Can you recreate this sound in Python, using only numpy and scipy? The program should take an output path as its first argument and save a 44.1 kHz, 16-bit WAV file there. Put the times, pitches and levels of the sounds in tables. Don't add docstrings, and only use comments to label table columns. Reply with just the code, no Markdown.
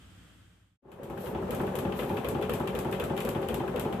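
import sys
import numpy as np
from scipy import signal
from scipy.fft import rfft, irfft, next_fast_len
from scipy.io import wavfile
from scipy.ndimage import map_coordinates

SR = 44100
rng = np.random.default_rng(int(sys.argv[2]) if len(sys.argv) > 2 else 0)


def log_audio(samples):
    frames = np.atleast_2d(samples).T
    limited = np.clip(frames, -1, 1)
    pcm = np.round(limited * 32767).astype(np.int16)
    wavfile.write(sys.argv[1], SR, pcm)


N = 176400

# delay into the stroke in seconds, ring strength in dB,
# clatter strength in dB, the pitch the knock pushes hardest in Hz, the width of that push in octaves.
KNOCKS = [(.0024, -27.5, -32.5, 894, 0.43), (.0055, -30, -48, 334, 0.67), (.0083, -27, -41.5, 170.7, 0.41),
          (.0095, -27.5, -37, 360, 0.13), (0.0228, -35, -30.5, 87.6, 0.32), (.0338, -37.5, -37, 469, 0.34),
          (.035, -31.5, -35, 850, 0.38), (0.046, -32, -36.5, 374, .25), (0.0589, -31.5, -48, 406, 0.96),
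          (.0766, -30.5, -33, 466, 1.4), (.0931, -31.5, -36, 183, 0.42), (.137, -45, -42, 910, 1.1),
          (0.1452, -25.5, -32, 480, 0.18), (0.1485, -37, -31, 213, .44), (.1708, -34, -32.5, 427, 1.67),
          (0.184, -26.5, -31, 354.5, 1.183), (0.1986, -30.5, -47.5, 150, 1.15),
          (.209, -29.5, -38, 402, 1.2), (.2284, -28.5, -32, 278, 0.47)]
STROKE_STARTS_S = np.arange(.5955, N / SR, .25043)
RIPPLE_DB, RIPPLE_SPACING_HZ = 2, 33.9


def amp(db):
    return 10 ** (np.asarray(db) / 20)


def unit(x):
    return x / np.sqrt(np.mean(x ** 2) + 1e-20)


def curve_at(points, hz):
    point_hz, values = np.transpose(points)
    return np.interp(np.log(hz + 1), np.log(point_hz + 1), values)


def wobble(rate):
    return map_coordinates(rng.standard_normal(400), [np.arange(N) * rate / SR + 2], mode="mirror")


def filtered(x, response):
    n = x.shape[-1]
    padded = next_fast_len(n + 4096)
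    return irfft(rfft(x, padded) * response(np.fft.rfftfreq(padded, 1 / SR)), padded)[..., :n]


def spread(pair):
    # frequency in Hz, how alike the two sides are (1 means the same).
    likeness = [(60, 0.89), (140, 0.94), (280, 0.73), (550, 0.2), (1200, 0.339), (2500, 0.15),
                (6000, 0.029)]
    angle = lambda hz: np.arccos(curve_at(likeness, hz)) / 2
    mid, side = filtered(pair, lambda hz: np.array([np.cos(angle(hz)), np.sin(angle(hz))]))
    return np.array([mid + side, mid - side])


def noise(spectrum, ripple_db=0):
    ripple_hz = np.arange(0, SR / 2, RIPPLE_SPACING_HZ)
    ripple = ripple_db * rng.standard_normal(4000)[:len(ripple_hz)]
    colour = lambda hz: amp(curve_at(spectrum, hz) + np.interp(hz, ripple_hz, ripple))
    return unit(spread(filtered(rng.standard_normal((2, N)), colour)))


def tones(table, waver, rate):
    out, t = np.zeros(N), np.arange(N) / SR
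    for hz, db in table:
        wander = 1 + waver * (wobble(rate) + 1j * wobble(rate))
        out += amp(db) * unit(np.real(wander * np.exp(2j * np.pi * hz * t)))
    return out


def add(track, start_s, sound):
    part = track[..., max(round(start_s * SR), 0):][..., :sound.shape[-1]]
    part += sound[..., :part.shape[-1]]


def decay(t, t60):
    return amp(-60 * t / t60)


def rise(t, attack_s):
    return 1 - np.exp(-t / attack_s)


def push(hz, centre_hz, octaves):
    return 1 / (1 + (np.log2((hz + 1) / centre_hz) / octaves) ** 2)


def workshop():
    # frequency in Hz, relative level in dB.
    air_spectrum = [(40, -34), (55, -11), (105, -2.5), (135, -11), (186, -7.5), (210, -14), (310, -14.5),
                    (373, -22.5), (620, -25), (980, -27.5), (1350, -22.5), (1800, -24.5), (2200, -28),
                    (3200, -25.5), (4150, -34), (6000, -37.5), (8200, -32), (10000, -42), (14000, -42.5)]
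    whistle_spectrum = [(2800, -30), (3050, -4), (3150, -2), (3400, -5.5), (3700, -30)]
    # pitch in Hz, level in dB.
    hum_tones = [(59.5, -61.5), (96.7, -59.5), (180, -68.5)]
    t = np.arange(N) / SR
    air = amp(-55) * noise(air_spectrum) + amp(-72) * noise(whistle_spectrum, RIPPLE_DB)
    hum = tones(hum_tones, waver=.082, rate=8)
    swell = np.exp(-.5 * ((t - 1) / .15) ** 2) * tones([(124, -67)], waver=.1, rate=11)
    fade_out = np.interp(t, (.228, .7942), (1, 0))
    cut_off = np.clip((.775 - t) / .016, 0, 1)
    return ((air + hum) * fade_out + swell) * cut_off


def drone():
    # pitch in Hz, level in dB.
    singing_tones = [(550.1, -46.5), (427, -45), (186.8, -54), (259, -51.5)]
    motor_tones = [(60, -51), (92, -53.5)]
    # frequency in Hz, relative level in dB.
    whir_spectrum = [(30, -22), (60, -2.5), (200, -6), (290, -15), (430, -0.5), (650, -5), (850, -5),
                     (2000, -22.5), (3100, -26), (4900, -39), (8400, -39), (9900, -45.5), (12000, -38.5),
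                     (14500, -54.5)]
    singing = tones(singing_tones, waver=.37, rate=14)
    hum = tones(motor_tones, waver=.15, rate=6.44)
    return singing + hum + amp(-39) * noise(whir_spectrum)


def sheet_slides():
    # middle of a slide in seconds, about half its length in seconds, level in dB.
    slides = [(1.255, 0.0475, -51.5), (1.63, 0.088, -64.5), (1.998, 0.0295, -52.5), (2.11, 0.11, -57),
              (3.223, 0.038, -60)]
    # frequency in Hz, relative level in dB.
    hiss_spectrum = [(2000, -1), (4000, -3), (6000, -9), (8000, -5.5), (10000, -8), (11600, 4),
                     (13000, 0.5), (14500, -5.5)]
    t = np.arange(N) / SR
    level = sum(amp(db) * np.exp(-.5 * ((t - middle_s) / half_s) ** 2) for middle_s, half_s, db in slides)
    flicker = amp(1.31 * wobble(69))
    return level * flicker * noise(hiss_spectrum, RIPPLE_DB)


def jaw_clicks():
    # start in seconds, snap strength in dB, clank strength in dB.
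    clicks = [(0.9173, -52, -61), (1.0327, -44, -57.5), (1.0994, -48, -57.5), (1.1766, -47, -55),
              (1.258, -46, -50), (1.3484, -54, -51), (1.419, -50.5, -74), (1.4794, -61.5, -56.5),
              (1.507, -33.5, -45), (1.5482, -35, -49.5), (1.5949, -45.5, -48), (1.6144, -42, -66),
              (1.6678, -44.5, -48.5), (1.7538, -33, -45.5), (1.7875, -33.5, -45), (1.8503, -62, -48.5),
              (1.9221, -51, -44.5), (1.9907, -40, -39.5), (2.033, -42, -47), (2.0936, -42.5, -47),
              (2.1692, -42.5, -42), (2.2453, -41, -42.5), (2.2865, -31, -48.5), (2.347, -59, -47),
              (2.4134, -44, -49), (2.4244, -41.5, -41.5), (2.4951, -35.5, -39.5), (2.5364, -31, -45),
              (2.599, -42, -48.5), (2.6738, -37.5, -40), (2.7504, -37.5, -43), (2.7891, -32.5, -47),
              (2.8474, -45.5, -48.5), (2.913, -39, -57), (2.9255, -37.5, -39.5), (2.9982, -35.5, -40),
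              (3.039, -34.5, -47), (3.098, -66, -48), (3.1656, -39.5, -48), (3.1767, -37, -39.5),
              (3.2043, -33.5, -43), (3.25, -35, -43), (3.2896, -32, -45), (3.3484, -58.5, -45),
              (3.4171, -43.5, -57), (3.4277, -58.5, -47), (3.486, -35, -41.5), (3.5428, -31.5, -43.5),
              (3.599, -63, -47.5), (3.6774, -44.5, -50.5), (3.7603, -40, -44), (3.7958, -30.5, -44),
              (3.8494, -61.5, -48), (3.9259, -42.5, -46.5)]
    # frequency in Hz, relative level in dB.
    crack_spectrum = [(1500, -15), (3500, -3), (5500, -8.5), (8000, -2.5), (9800, -7), (12000, 5.5),
                      (14500, -2.5)]
    ring_spectrum = [(1500, -21), (3500, 1.5), (5500, -6.5), (8000, 0.5), (9800, -6.5), (11600, 5.5),
                     (13000, -3.5), (14500, -6)]
    clank_spectrum = [(500, -47), (1000, 6), (1600, -2), (2100, -2), (2600, 2.5), (3300, 0), (4200, -14),
                      (6000, -24), (12000, -50)]
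    t, crack_s = np.arange(SR // 2) / SR, .00075
    crack_power, ring_power, clank_power = np.zeros((3, N))
    crack_shape = t / crack_s * np.exp(1 - t / crack_s)
    clank_tail = amp(-4) * decay(t, t60=.22)
    clank_shape = (decay(t, t60=.023) ** 2 + clank_tail ** 2) * rise(t, attack_s=.00061)
    for start_s, snap_db, clank_db in clicks:
        crack_db = snap_db - 4.5 + .35 * (snap_db + 36)
        add(crack_power, start_s, (amp(crack_db) * crack_shape) ** 2)
        add(ring_power, start_s, (amp(snap_db - 14) * decay(t, t60=.27)) ** 2)
        add(clank_power, start_s, amp(clank_db + 5.5) ** 2 * clank_shape)
    crack = np.sqrt(crack_power) * noise(crack_spectrum)
    ring = np.sqrt(ring_power) * noise(ring_spectrum, RIPPLE_DB)
    clank = np.sqrt(clank_power) * noise(clank_spectrum, RIPPLE_DB)
    return crack + ring + clank


def sheet_clatter():
    # pitch in Hz, width in Hz, relative level in dB.
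    resonances = [(181, 35, -5), (244.6, 65, 1), (369.6, 25, -10), (421.4, 72, 0), (454, 82, -4),
                  (553.4, 17, 6.5), (633, 19, -4.5), (770, 35, -2), (868.4, 11.7, -12), (989, 176, -7),
                  (1191, 31, -4.5), (1284.5, 40, -0.5), (1724, 300, -4.5)]

    def sheet(hz):
        return sum((-1) ** k * amp(db) * 1j * hz * width / (pitch ** 2 - hz ** 2 + 1j * hz * width)
                   for k, (pitch, width, db) in enumerate(resonances))

    out, t = np.zeros((2, N)), np.arange(SR // 6) / SR
    shape = decay(t, t60=.061) * rise(t, attack_s=.0026)
    repeat_share, scatter_db = .31, 2.1
    for delay_s, _, clatter_db, centre_hz, octaves in KNOCKS:
        repeated = np.sqrt(repeat_share) * rng.standard_normal((2, len(t)))
        fresh = np.sqrt(1 - repeat_share) * rng.standard_normal((len(STROKE_STARTS_S), 2, len(t)))
        chatter = filtered((repeated + fresh) * shape, lambda hz: sheet(hz) * push(hz, centre_hz, octaves))
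        bursts = unit(chatter) * np.sqrt(np.mean(shape ** 2))
        for start_s, burst in zip(STROKE_STARTS_S, bursts):
            add(out, start_s + delay_s, amp(clatter_db + 2 + scatter_db * rng.standard_normal()) * burst)
    return spread(out)


def room_echo(x):
    t = np.arange(SR // 2) / SR
    tail = spread(rng.standard_normal((2, len(t))) * decay(t, t60=.16) * rise(t, attack_s=.00384))
    tail /= np.linalg.norm(tail[0])
    return amp(-16.5) * signal.fftconvolve(x[None], tail, axes=1)[:, :N]


def frame_knocks():
    # pitch in Hz, relative level in dB, seconds to fade by 60 dB.
    frame_tones = [(57.4, -20, .2), (95.6, -7.5, 0.26), (130, -20, 0.137), (151.4, 2, 0.22),
                   (188.8, 1.4, 0.33), (219.5, 1, 0.21), (253, -3.5, 0.22), (349.8, 4.1, 0.175),
                   (377.2, 0.75, 1), (414.3, -0.46, 0.37), (490.8, -0.5, 0.13), (585.7, -4, 0.21),
                   (789.4, -8, 0.56), (852.7, 0.5, 0.095)]
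    out, t = np.zeros(N), np.arange(SR // 2) / SR
    jitter_s, scatter_db = .0001, .64
    hz, db, t60 = np.transpose(frame_tones)[:, :, None]
    ringing = amp(db) * np.sin(2 * np.pi * hz * t) * decay(t, t60) * rise(t, attack_s=.00085)
    for delay_s, ring_db, _, centre_hz, octaves in KNOCKS:
        weights = push(hz, centre_hz, octaves)
        ring = (weights / np.linalg.norm(weights) * ringing).sum(0)
        for start_s in STROKE_STARTS_S:
            late_s, extra_db = rng.normal(0, (jitter_s, scatter_db))
            add(out, start_s + delay_s + late_s, amp(ring_db + extra_db) * ring)
    return out


def scene():
    # frequency in Hz, how much louder the left side is than the right in dB.
    left_lead = [(60, -1.8), (200, 1.2), (700, 2.5), (1300, 1.5), (2400, 6.5), (4400, 4), (8000, 8),
                 (12000, 10), (15000, 16)]
    t = np.arange(N) / SR
    knocks = frame_knocks()
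    machine = drone() + knocks + room_echo(knocks) + sheet_clatter()
    fade_in = np.clip((t - .82) / .73, 0, 1)
    work = machine * fade_in + jaw_clicks() + sheet_slides()
    lean_left = lambda hz: amp(np.outer([.5, -.5], curve_at(left_lead, hz)))
    return workshop() + filtered(work, lean_left)


def record(dry):
    low_hz, top_hz = 43, 14750
    response = lambda hz: 1 / np.sqrt((1 + (hz / top_hz) ** 160) * (1 + (low_hz / (hz + 1)) ** 8))
    return filtered(dry, response)


dry = scene()
out = record(dry)
log_audio(out)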